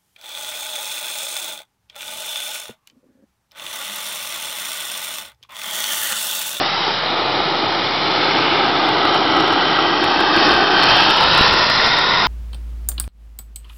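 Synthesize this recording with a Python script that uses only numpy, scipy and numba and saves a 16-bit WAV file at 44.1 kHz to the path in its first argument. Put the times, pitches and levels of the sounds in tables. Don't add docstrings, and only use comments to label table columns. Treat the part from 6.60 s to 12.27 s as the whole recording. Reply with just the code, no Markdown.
import sys
import numpy as np
from scipy import signal
from scipy.io import wavfile
from scipy.ndimage import uniform_filter1d
from numba import njit

SR = 44100
rng = np.random.default_rng(int(sys.argv[2]) if len(sys.argv) > 2 else 0)


def voltage_ratio(decibels):
    exponent = np.asarray(decibels, float) / 20
    return 10 ** exponent


def dump_mix(stems):
    frames = np.atleast_2d(stems).T
    limited = np.clip(frames, -1, 1)
    pcm = np.round(limited * 32767).astype(np.int16)
    wavfile.write(sys.argv[1], SR, pcm)


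N = 250047

# (time [s], peak level [dB], fall to either side [dB per s])
GUSTS = [
    (3.76, -42.5, 86),
    (3.93, -29, 202),
    (4.36, -37.5, 73.5),
    (4.7, -32, 63),
    (4.83, -39.5, 229),
    (4.94, -30.5, 88),
    (5.2, -35.5, 22),
    (5.67, -32.5, 36.5),
]
# (time [s], peak level [dB], length [s])
THUMPS = [
    (4.8097, -2, .0019),
]
# (time [s], strength [dB])
NEGATIVE_SPIKES = [(0.0004, -49), (2.4533, -25.5), (2.7362, -41.5), (3.4426, -23.5), (3.462, -35),
                   (3.5753, -41.5), (3.6057, -32), (3.7768, -26.5), (3.8866, -24), (3.9025, -28.5),
                   (3.9394, -35), (4.1365, -19), (4.2338, -39), (4.2747, -26.5), (4.4338, -26), (4.4707, -33),
                   (4.4882, -21.5), (4.6573, -37), (4.6753, -30), (4.794, -21), (4.9407, -31), (4.9945, -31),
                   (5.1013, -33), (5.2185, -37), (5.2729, -37.5), (5.5393, -38)]
# (time [s], drive [dB], reach into the cabin [dB], hardness of the spot [dB],
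# aim [0 = left end, 1 = right end])
GRIT_STREAM = [(0, -13.5, -6.5, -16, -0.89), (.08, -24.5, -19, -4, 0.35), (.3, -20.5, -4, -7.5, 0.19),
               (.36, -37.5, -14, 4, .1), (.54, -19.5, -7.5, -10, -0.17), (.9, -21, -5.5, -5, 0.088),
               (1.05, -21.5, -3.5, -4, 0), (1.28, -28, -0.5, -0.5, 0.09), (1.6, -22.5, -1, -3.5, 0),
               (2.76, -18.5, -1, -2.5, -0.12), (3.4, -21.5, 1, -1, 0.075), (3.62, -18.5, -3, -1, 0),
               (3.87, -19.5, 2.5, 0.5, -0.14), (4.38, -18.5, -4.5, 0.5, 0.012), (4.6, -18, -12.5, -3, 0.49),
               (4.8, -17.5, -12, -1, 0.99), (5.12, -24, -9, 2, 1), (5.67, -21, -14, 1.5, 0.96)]
# (pitch at left end [Hz], pitch at right end [Hz], width [Hz], level [dB],
# share of reach [ratio], share of hardness [ratio])
CABIN_RINGS = [
    (339.8, 385, 86.4, -2.5, 1, 0),
    (813.4, 990, 159, -1.5, 0.024, 0.27),
    (1284, 1400, 135, -3, 0.018, 0.64),
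    (1570, 1850, 123, -3.5, 0.15, 2.22),
]
# (time [s], hiss level [dB], top of the hiss over its body [dB])
JET_COURSE = [(0, -24, -6.5), (.3, -24.5, -5.5), (.5, -22.5, -14.5), (1.1, -21.5, -12.5), (1.6, -21, -10.5),
              (2, -21, -12.5), (2.8, -21, -16), (3.2, -22, -12.5), (3.6, -24.5, -7), (3.83, -21, -5.5),
              (4.1, -24.5, -4.5), (4.3, -18.5, -6), (4.55, -21.5, -4.5), (4.8, -17.5, -8), (5.1, -20.5, -6),
              (5.25, -19.5, -4), (5.45, -21.5, -7), (5.67, -21.5, -8)]
# (pitch [Hz], level [dB per Hz])
JET_SPECTRUM = [(40, -35.5), (90, -15), (160, -7), (240, -14.5), (480, -8), (900, -6.5), (1300, -9),
                (1750, -11), (2600, -11), (3400, -9.5), (4000, -8.5), (4600, -17), (5000, -19.5),
                (5700, -15.5)]
# (start [s], length [s], pitch [Hz], level over the hiss [dB])
ECHO_RIDGES = [(-.1, 0.52, 3030, -7), (-.1, 0.48, 3760, -4), (.3, 0.72, 3820, -11.5),
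               (0.29, 1.5, 4194, -11), (1.452, 0.62, 3010, -9.5), (3.105, 1.2, 1145, -3.5),
               (1.3, 0.76, 2203, -9.5), (1.4, 1, 3480, -10), (-.1, 0.41, 2010, -9.5), (2.11, .8, 1960, -10),
               (2.313, 1.2, 3083, -5), (2.302, 1.05, 4000, -12.5), (2.4, 1.3, 5510, -15.5),
               (2.894, .7, 1910, -4), (3.209, 1.3, 4376, -10.5), (3.386, 1.2, 2607, -7),
               (3.5, 1.1, 3164, -3), (3.497, .9, 3734, -4.5), (3.495, .9, 1867, -6),
               (4.301, 0.48, 2970, -3), (4.599, 0.41, 4280, -5), (4.453, 0.46, 3800, -3),
               (4.607, 0.47, 2650, -7.5), (4.704, .55, 3486, -7.5), (4.697, 1.1, 4936, -9.5),
               (4.701, 1.1, 5340, -8.5), (4.998, 0.28, 4134, -6), (5.196, .6, 3597, -5),
               (5.298, 0.37, 3810, -3.5), (5.047, .7, 2063, -7.5)]
# (start [s], length [s], pitch [Hz], depth [0-1])
ECHO_HOLLOWS = [(0.208, 1.3, 4320, 1), (.3, 1.2, 2660, 1), (.5, 1.05, 1605, 0.6), (1.4, 1.1, 3240, 0.3),
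                (1.696, 1.4, 4570, 0.2), (1.999, 1.05, 2600, 0.8), (2.197, 1.3, 1793, 0.9),
                (2.503, 0.87, 2085, 0.3), (3.402, 0.74, 1346, 0.6), (2.997, 0.97, 4130, .4),
                (3.3, 1.1, 2130, .65), (3.493, 0.32, 2444, .4), (3.6, 0.88, 3825, 0.8),
                (4.708, 0.3, 2306, 0.3), (4.65, .3, 4270, .75), (4.686, 1.1, 5310, 0.3),
                (4.2, .35, 4850, .5), (4.996, .8, 4580, 0.9), (5.044, 0.64, 1654, 0.4),
                (5.105, .7, 2970, 0.3)]


def set_level(x, db):
    return x * voltage_ratio(db) / np.sqrt(np.mean(x ** 2))


def curves(table):
    times, *columns = np.transpose(table)
    return [np.interp(np.arange(N) / SR, times, column) for column in columns]


def walk(rate):
    hold = int(SR / rate)
    steps = np.repeat(rng.standard_normal(N // hold + 1), hold)
    smooth = uniform_filter1d(uniform_filter1d(steps, hold), hold)
    return 0.62 * smooth[:N]


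def spell(start, length):
    fade = 0.32
    t = np.arange(N) / SR - start
    return np.clip(np.minimum(t, length - t) / fade + .5, 0, 1)


@njit
def moving_resonance(x, hz, width):
    y, band, low = np.empty(len(x)), 0., 0.
    for i in range(len(x)):
        g = np.tan(np.pi * hz[i] / SR)
        damping = width / hz[i]
        v = (band + g * (x[i] - low)) / (1 + g * (g + damping))
        band = 2 * v - band
        low = low + 2 * g * v
        y[i] = damping * v
    return y


def ring(hz, width, flicker_db, drift):
    centre = hz * (1 + drift * walk(3.12))
    once = moving_resonance(rng.standard_normal(N), centre, 1.65 * width)
    tone = moving_resonance(once, centre, 1.65 * width)
    return set_level(tone, 0) * voltage_ratio(flicker_db * walk(9))


def hump(start, length):
    t = np.arange(N) / SR
    return np.sin(np.pi * np.clip((t - start) / length, 0, 1))


def wind():
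    t = np.arange(N) / SR
    gust_db = np.max([db - fall * np.abs(t - time) for time, db, fall in GUSTS], axis=0)
    dull = signal.butter(2, [15, 95], "band", fs=SR, output="sos")
    buffet = signal.sosfilt(dull, rng.standard_normal(N))
    return set_level(buffet, -1.7) * voltage_ratio(gust_db)


def thumps():
    return sum(voltage_ratio(db) * hump(time, length) for time, db, length in THUMPS)


def negative_spikes():
    strength_share, length = .25, .0003
    return -sum(voltage_ratio(4 + strength_share * db) * hump(time, length) for time, db in NEGATIVE_SPIKES)


def steel():
    drive_db, reach_db, hard_db, aim = curves(GRIT_STREAM)
    out = 0
    for left, right, width, db, deep, hard in CABIN_RINGS:
        loudness = voltage_ratio(drive_db + db + deep * reach_db + hard * hard_db)
        pitch = left + aim * (right - left)
        out = out + loudness * ring(pitch, 1. * width, flicker_db=1.5, drift=.01)
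    return out


def roar(top_db):
    colour_hz, colour_db = np.transpose(JET_SPECTRUM)
    out = 0
    for hz in 55 * 2 ** np.arange(0, 6.8, 1 / 4):
        band = ring(hz, hz / 6, flicker_db=1.5, drift=0.0061)
        db = np.interp(np.log(hz), np.log(colour_hz), colour_db) + 10 * np.log10(hz / 1000)
        bright = np.clip(np.log2(hz / 3900) * 4, 0, 1)
        out = out + band * voltage_ratio(db + bright * (top_db - top_db.mean()))
    return set_level(out, 2.27)


def ridges():
    slide, width = 0.096, 146.
    aim = curves(GRIT_STREAM)[-1]
    out = 0
    for start, length, hz, db in ECHO_RIDGES:
        heard = spell(start, length)
        usual_aim = np.average(aim, weights=heard)
        pitch = hz * (1 + slide * (aim - usual_aim))
        out = out + voltage_ratio(db) * heard * ring(pitch, width, flicker_db=1.5, drift=.006)
    return out


def jet():
    hiss_db, top_db = curves(JET_COURSE)
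    surge_db = 0.93 * walk(11)
    return (roar(top_db) + ridges()) * voltage_ratio(hiss_db + surge_db)


def hollow_out(sound):
    width = 186.
    for start, length, hz, depth in ECHO_HOLLOWS:
        band = moving_resonance(sound, np.full(N, 1. * hz), width)
        sound = sound - np.clip(depth, 0, 1) * spell(start, length) * band
    return sound


def scene():
    sound = hollow_out(jet() + steel())
    bass_cut = signal.butter(2, 62, "high", fs=SR, output="sos")
    sound = signal.sosfilt(bass_cut, sound)
    return (sound + wind() + thumps() + negative_spikes())[None]


def band_limit(x):
    return signal.sosfilt(signal.butter(12, 15880, fs=SR, output="sos"), x)


def record(dry):
    squash, offset = 1.24, .0072
    converter_top, player_top, slower = .7, .73, 4
    squashed = (1 - np.exp(-squash * dry)) / squash
    capacitor = signal.butter(2, 90, "high", fs=SR, output="sos")
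    x = dry + signal.sosfilt(capacitor, squashed - dry) + offset
    x = np.clip(x[:, ::slower], -converter_top, converter_top)
    smooth = signal.firwin(137, 1 / slower, window=("kaiser", 8.5))
    x = signal.resample_poly(x, slower, 1, axis=1, window=smooth)[:, :N]
    x = np.clip(x, -player_top, player_top)
    return band_limit(x)


dry = scene()
out = record(dry)
dump_mix(out)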